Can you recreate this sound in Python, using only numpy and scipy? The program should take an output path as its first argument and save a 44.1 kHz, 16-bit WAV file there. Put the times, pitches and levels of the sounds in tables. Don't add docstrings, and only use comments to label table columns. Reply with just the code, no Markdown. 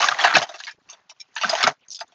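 import sys
import numpy as np
from scipy import signal
from scipy.io import wavfile
from scipy.ndimage import uniform_filter1d, minimum_filter1d

SR = 44100
rng = np.random.default_rng(int(sys.argv[2]) if len(sys.argv) > 2 else 0)


def store_wav(level_fs):
    pcm = np.round(np.clip(np.atleast_2d(level_fs), -1, 1) * 32767)
    wavfile.write(sys.argv[1], SR, pcm.T.astype(np.int16))


def elevation(decibels):
    levels = np.asarray(decibels, float)
    return 10 ** (levels / 20)


N = 94550

# (pitch ratio, level [dB], time to fade by 60 dB [s])
BIG_BEAD_MODES = [(1.0147, -4, 0.013), (1.55, -8.5, 0.0044), (0.5337, -8.5, 0.01), (2.3, -9, 0.0032)]
# (pitch ratio, level [dB], time to fade by 60 dB [s])
SMALL_BEAD_MODES = [(1, 6.5, 0.01), (.74, -4.5, 0.0064), (1.27, -5, 0.02), (1.62, -3, 0.013),
                    (2.1, 0.5, 0.0055)]
# (frequency [Hz], level [dB])
MIC_TONE = [(60, -36), (500, -16), (620, -3), (3000, 0), (6500, 2.5), (7300, -12), (8200, -27.5),
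            (9000, -62)]
BIG_TICK_DB, SMALL_TICK_DB = -10.5, 3
KNOCK = 4000
LEAD = 176


def evened(x):
    return x / np.sqrt(np.mean(x ** 2) + 1e-20)


def colour(x, points):
    f, db = np.transpose(points)
    hz = abs(np.fft.fftfreq(4096, 1 / SR))
    log_gain = np.log(elevation(np.interp(np.log(hz + 1), np.log(f + 1), db)))
    taps = np.fft.ifft(np.exp(np.conj(signal.hilbert(log_gain)))).real[:2048]
    return signal.oaconvolve(x, taps)[:len(x)]


def patchy(x, depth_db):
    z = signal.stft(x, nperseg=256, noverlap=192)[2]
    patches = uniform_filter1d(rng.standard_normal(z.shape), 7, 0)
    patches = uniform_filter1d(patches, 14, 1)
    shared = uniform_filter1d(rng.standard_normal(z.shape[1]), 6)
    gain = elevation(depth_db * (evened(patches) + 0.2 * evened(shared)))
    return evened(signal.istft(z * gain, nperseg=256, noverlap=192)[1][:N])


def ring(hz, modes, tick_db):
    t = np.arange(2500) / SR
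    tones = sum(elevation(db - 60 * t / t60) * np.sin(2 * np.pi * hz * ratio * t) for ratio, db, t60 in modes)
    tick = elevation(tick_db) * 4 * (t == 0)
    lowest = hz * min(ratio for ratio, _, _ in modes)
    edge = signal.butter(4, lowest * 1.014, "highpass", fs=SR, output="sos")
    return signal.sosfilt(edge, tones + tick)


def contacts(shape, per_s):
    hit = rng.random(shape) < per_s / SR
    sign = rng.choice([-1., 1.], shape)
    spread_db = 3
    return hit * sign * elevation(spread_db * np.minimum(rng.exponential(1, shape), 3))


def room():
    length, level_db, t60_s = 6000, -4.5, 0.041
    echoes = np.zeros(length)
    at = np.arange(100, length - 20, 20)
    echoes[at + rng.integers(0, 20, len(at))] = rng.choice([-1., 1.], len(at))
    echoes *= elevation(-60 * np.arange(length) / SR / t60_s)
    direct = np.arange(length) == 0
    return elevation(level_db) * echoes / np.linalg.norm(echoes) + direct


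def knocks(table, modes, tick_db):
    bounces_per_s, lead_t60_s = 880, .012
    gate_share, gate_s = .36, .002
    out = np.zeros(N + KNOCK)
    t = (np.arange(KNOCK) - LEAD) / SR
    s, db, hz, t60 = np.transpose(table)[:, :, None]
    blows = contacts((len(table), KNOCK), bounces_per_s) + elevation(4.0) * (t == 0)
    blows *= elevation(60 * np.minimum(t, 0) / lead_t60_s)
    blows = blows * elevation(-60 * np.maximum(t, 0) / np.maximum(t60, .004))
    rings = np.array([ring(f, modes, tick_db) for f in hz[:, 0]])
    sounds = signal.fftconvolve(blows, rings, axes=1)[:, :KNOCK]
    sounds = signal.fftconvolve(sounds, room()[None, :KNOCK], axes=1)[:, :KNOCK]
    sounds = sounds / (1 + np.exp(np.minimum((t - gate_share * t60 - .005) / gate_s, 50)))
    sounds = elevation(db) * sounds / abs(sounds).max(1, keepdims=True)
    for at, sound in zip(np.round(s[:, 0] * SR).astype(int), sounds):
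        out[at:at + KNOCK] += sound
    return out[LEAD:N + LEAD]


def strikes(table, modes, tick_db):
    out, space = np.zeros(N + KNOCK), room()[:1500]
    for s, db, hz in table:
        sound = signal.fftconvolve(ring(hz, modes, tick_db), space)
        out[round(s * SR):][:len(sound)] += elevation(db) * sound / abs(sound).max()
    return colour(out[:N], MIC_TONE)


def hush():
    # (frequency [Hz], level per Hz [dB])
    hiss_tone = [(40, -21.5), (130, 0.5), (800, -2), (3000, -5), (7000, -19.5), (7800, -48.5)]
    return elevation(-68.5) * patchy(colour(rng.standard_normal(N), hiss_tone), depth_db=5.5)


def heap(lo_hz, hi_hz, modes, per_s, tick_db):
    hits, bead = contacts(N, per_s), rng.integers(14, size=N)
    out = np.zeros(N)
    for k, hz in enumerate(np.geomspace(lo_hz, hi_hz, num=14)):
        out += signal.oaconvolve(hits * (bead == k), ring(hz, modes, tick_db)[:1000])[:N]
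    return evened(out)


def rattle():
    # (time [s], rattle level [dB], small bead share [dB])
    stirring = [(0, -18.5, -9), (0.062, -20.5, -7.5), (0.166, -32.5, -11), (0.224, -20, -14),
                (.32, -22.5, -24), (0.391, -23, -8.5), (0.469, -47, -5), (0.701, -55.5, 5),
                (0.772, -81.5, -1), (0.872, -64.5, -7), (0.949, -53, -15), (1.05, -69.5, -10),
                (1.321, -71, -3), (1.399, -41.5, -4), (1.5, -29.5, -2), (1.689, -23, -13.5),
                (1.77, -77, -6.5), (2.14, -68.5, -1)]
    s, level_db, small_db = np.transpose(stirring)
    t = np.arange(N) / SR
    big = heap(650, 1900, BIG_BEAD_MODES, 1000, BIG_TICK_DB)
    small = heap(2300, 6600, SMALL_BEAD_MODES, 1600, SMALL_TICK_DB)
    big, small = patchy(big, depth_db=-1.5), patchy(small, depth_db=1.0)
    rumble = colour(rng.standard_normal(N), [(30, -42), (250, -7), (500, -7.0), (700, -42.5)])
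    rumble = patchy(rumble, depth_db=4.5)
    beads = colour(big + elevation(np.interp(t, s, small_db)) * small, MIC_TONE)
    return elevation(np.interp(t, s, level_db)) * (beads + elevation(-27.5) * rumble)


def big_clacks():
    # (time [s], peak level [dB], pitch [Hz], bounce fade by 60 dB [s])
    first_big = [(0.004, -33, 1176, 0.025), (0.027, -2.5, 1260, 0.061), (0.087, 7, 1495, 0.0052),
                 (0.096, -9.5, 830, 0.025), (0.116, -9, 1350, 0.059), (0.188, -12, 1790, 0.12),
                 (0.239, 1, 1745, 0.13), (0.247, 0.5, 762, 0.061), (0.274, -4.5, 1452, 0.04),
                 (0.339, -7, 1840, 0.11), (0.353, 0.5, 1512, 0.081), (0.367, 4, 677, 0.034),
                 (0.418, -7, 625, 0.021), (0.427, -6.5, 800, 0.068), (0.494, -19.5, 630, 0.087),
                 (0.543, -23, 724, 0.13), (0.603, -24, 1710, 0.058), (0.67, -23, 2125, 0.07),
                 (0.68, -22, 1754, 0.13)]
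    second_big = [(0.894, -37.5, 1140, 0.15), (0.929, -34.5, 660, 0.07), (1.096, -38.5, 829, 0.079),
                  (1.115, -37, 1110, 0.034), (1.365, -14.5, 1704, 0.075), (1.413, -17.5, 899, 0.04),
                  (1.435, -8.5, 1250, 0.027), (1.445, -6, 1520, 0.04), (1.496, -11, 829, 0.071),
                  (1.521, -13, 729, 0.084), (1.531, -7.5, 705, 0.034), (1.552, -10, 821, 0.031),
                  (1.585, -14.5, 1490, 0.051), (1.629, -7, 1580, 0.016), (1.638, -6, 1220, 0.065),
                  (1.674, 0.5, 832, 0.045), (1.712, -25.5, 603, 0.076), (1.991, -36.5, 1460, 0.0303),
                  (2.009, -21.5, 1660, 0.065), (2.123, -44, 678, 0.06), (2.012, -20.5, 798, 0.088)]
    first = knocks(first_big, BIG_BEAD_MODES, BIG_TICK_DB)
    second = knocks(second_big, BIG_BEAD_MODES, BIG_TICK_DB)
    return colour(first + second, MIC_TONE)


def small_clinks():
    # (time [s], peak level [dB], pitch [Hz], bounce fade by 60 dB [s])
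    first_small = [(0.0174, -10.5, 2950, 0.12), (0.0868, -14.5, 3460, 0.011), (0.188, -18, 3560, 0.039),
                   (0.2059, -13.5, 3390, 0.078), (0.2389, -9, 2480, 0.021), (0.2458, -7, 2880, 0.031),
                   (0.3406, -14, 4320, 0.11), (0.3526, 0.5, 2524, 0.049), (0.3644, -7.5, 2840, 0.089),
                   (0.4179, -13.5, 3094, 0.091), (0.4264, -15.5, 3500, 0.023), (0.4923, -30.5, 3790, 0.034),
                   (0.5417, -30, 2760, 0.085), (0.5916, -31.5, 4300, 0.038), (0.6055, -25, 4070, 0.014),
                   (0.6475, -27, 4660, 0.026), (0.6689, -27, 4430, 0.03), (0.6804, -29.5, 2440, 0.16),
                   (0.7134, -36, 5340, 0.036), (0.8900, -36, 2840, 0.21), (0.8999, -29, 6390, 0.093),
                   (0.9323, -30.5, 3590, 0.044), (1.098, -32.5, 2930, 0.063)]
    second_small = [(1.097, -34.5, 5600, 0.081), (1.202, -33, 5400, 0.015), (1.212, -36.5, 5520, 0.026),
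                    (1.897, -44, 6500, .03), (1.355, -28, 6840, 0.035), (1.3663, -21.5, 2874, 0.095),
                    (1.414, -13.5, 2830, 0.14), (1.4346, -18, 2270, 0.04), (1.4975, -8.5, 4980, 0.032),
                    (1.5124, -27, 4930, 0.021), (1.5524, -11.5, 3050, 0.038), (1.6067, -14, 2230, 0.076),
                    (1.6292, -6.5, 3400, 0.023), (1.6382, -6.5, 2220, 0.04), (1.6726, -13, 2920, 0.025),
                    (1.7145, -45.5, 3700, 0.047), (1.8848, -33.5, 6580, 0.008), (1.9048, -22, 6190, 0.094),
                    (1.9134, -27.5, 5530, 0.058), (1.925, -27, 5650, 0.1), (1.9479, -26, 5150, 0.047),
                    (1.9578, -33.5, 5070, 0.04), (1.9674, -26, 4980, 0.034), (1.9903, -29.5, 3620, 0.03),
                    (2.0044, -24, 4840, 0.071), (2.0792, -48, 7000, 0.017), (2.1211, -45.5, 3470, 0.054)]
    first = knocks(first_small, SMALL_BEAD_MODES, SMALL_TICK_DB)
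    second = knocks(second_small, SMALL_BEAD_MODES, SMALL_TICK_DB)
    return colour(first + second, MIC_TONE)


def small_strikes():
    # (time [s], peak level [dB], pitch [Hz])
    single_ticks = [(0.0279, -6, 2860), (0.043, -9, 3700), (0.0869, -4, 3830), (0.1449, -18, 2270),
                    (0.1526, -33, 2220.0), (0.2004, -8, 3040), (0.2069, -7.5, 2900), (0.2475, -8, 3170),
                    (0.2519, -17, 3170.0), (0.2694, -15, 2310), (0.2781, -26, 3320.0), (0.3414, -15.5, 3880),
                    (0.3842, -3, 3750.0), (0.3902, -10.5, 2870), (0.4265, -17, 3190.0),
                    (0.5426, -27.2, 2760.0), (0.5588, -27, 5130), (0.602, -21, 4560), (0.6376, -13, 2700),
                    (0.657, -28.4, 2580), (0.6947, -28.5, 2580.0), (0.7112, -31, 5040.0),
                    (1.3687, -17.5, 2820.0), (1.382, -11.5, 2920), (1.4137, -23, 2780.0),
                    (1.4256, -26, 2860.0), (1.4945, -8, 4770), (1.5691, -29, 2780.0), (1.639, 3, 3620),
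                    (1.6488, -18, 2400), (1.6732, -7, 4820), (1.8633, -54.2, 5660.0), (1.9335, -17, 6670),
                    (1.9472, -18, 5100.0), (1.9578, -20.5, 4870), (1.9917, -27, 4480),
                    (1.343, -40, 6700),
        (1.794, -59, 5600),
        (1.808, -55.5, 5030),
        (1.85, -56.5, 5530),
    ]
    # (pitch ratio, level [dB], time to fade by 60 dB [s])
    tick_modes = [(1.1, 0, 0.0053), (.75, -3, .003), (1.45, -1, 0.0054)]
    return strikes(single_ticks, tick_modes, tick_db=1)


def table_thuds():
    # (time [s], peak level [dB], pitch [Hz], bounce fade by 60 dB [s])
    thuds = [
        (.03, -40.5, 294, 0.087),
        (.11, -45.5, 117.9, 0.099),
        (.345, -21, 290, 0.12),
        (.365, -26, 216, 0.22),
        (1.442, -31.5, 212.5, 0.29),
        (1.636, -24.5, 239.8, 0.084),
        (1.672, -27, 253.5, 0.14),
    ]
    # (pitch ratio, level [dB], time to fade by 60 dB [s])
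    table_modes = [(1.1, -2, 0.096), (1.7, 1, 0.021), (.6, -10.5, 0.053)]
    return knocks(thuds, table_modes, -54.5)


def big_strikes():
    # (time [s], peak level [dB], pitch [Hz])
    sharp_knocks = [(0.0358, -4, 1155), (0.0428, -2.5, 1173), (0.0469, -15, 820), (0.1234, -9, 1245),
                    (0.1453, -22.5, 1990), (0.1998, -16, 1940), (0.2391, -16, 1760), (0.2479, 2.6, 800),
                    (0.3028, -14, 1550), (0.3098, -9, 1310.0), (0.3283, -9.5, 1320), (0.4004, -15, 704),
                    (0.4267, -15, 745), (0.4672, -28, 810), (0.5442, -44, 810), (0.6081, -31.5, 1540),
                    (0.6942, -27, 1730), (1.3855, -22.5, 1691), (1.4641, -28, 1870), (1.4972, -24, 860.0),
                    (1.6678, -1.5, 1360.0), (1.6748, -1.5, 760), (1.6792, -4, 722), (1.7132, -20.5, 650.0)]
    # (pitch ratio, level [dB], time to fade by 60 dB [s])
    knock_modes = [(1, 3.5, 0.015), (1.6, -9, 0.004)]
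    return strikes(sharp_knocks, knock_modes, tick_db=-10)


def long_clack():
    # (time [s], peak level [dB], pitch [Hz], bounce fade by 60 dB [s])
    long_bounces = [
        (.296, -13.5, 1445, .14),
    ]
    return colour(knocks(long_bounces, BIG_BEAD_MODES, BIG_TICK_DB), MIC_TONE)


def pendant():
    # (time [s], peak level [dB], pitch [Hz])
    taps = [
        (1.19, -62.5, 2500),
        (1.199, -41, 2400),
        (1.203, -27.5, 2400),
        (1.212, -26, 2400),
    ]
    # (pitch ratio, level [dB], time to fade by 60 dB [s])
    pendant_modes = [(0.999, -6.5, 0.051), (1.63, -4, 0.011), (2.26, 1, 0.016), (2.66, -6, 0.012)]
    return strikes(taps, pendant_modes, tick_db=-15)


def scene():
    bed = hush() + rattle()
    bouncing = big_clacks() + small_clinks() + table_thuds() + long_clack()
    single = small_strikes() + big_strikes() + pendant()
    return (bed + bouncing + single)[None]


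def low_pass(x):
    return signal.sosfilt(signal.butter(12, 15780, fs=SR, output="sos"), x)


def record(dry):
    ceiling, link_hz = .9, 16000
    # (frequency [Hz], level [dB])
    mirror_tone = [(7500, -54.5), (8400, -18), (9100, -13.5), (9600, -36.5), (14500, -50), (16000, -58)]
    gain = minimum_filter1d(ceiling / np.maximum(abs(dry[0]), ceiling), size=161)
    gain = uniform_filter1d(uniform_filter1d(gain, size=80), size=80)
    held = dry[0] * gain
    flipped = held * np.cos(2 * np.pi * link_hz * np.arange(N) / SR)
    mix = (held + colour(flipped, mirror_tone))[None]
    return low_pass(mix)


dry = scene()
out = record(dry)
store_wav(out)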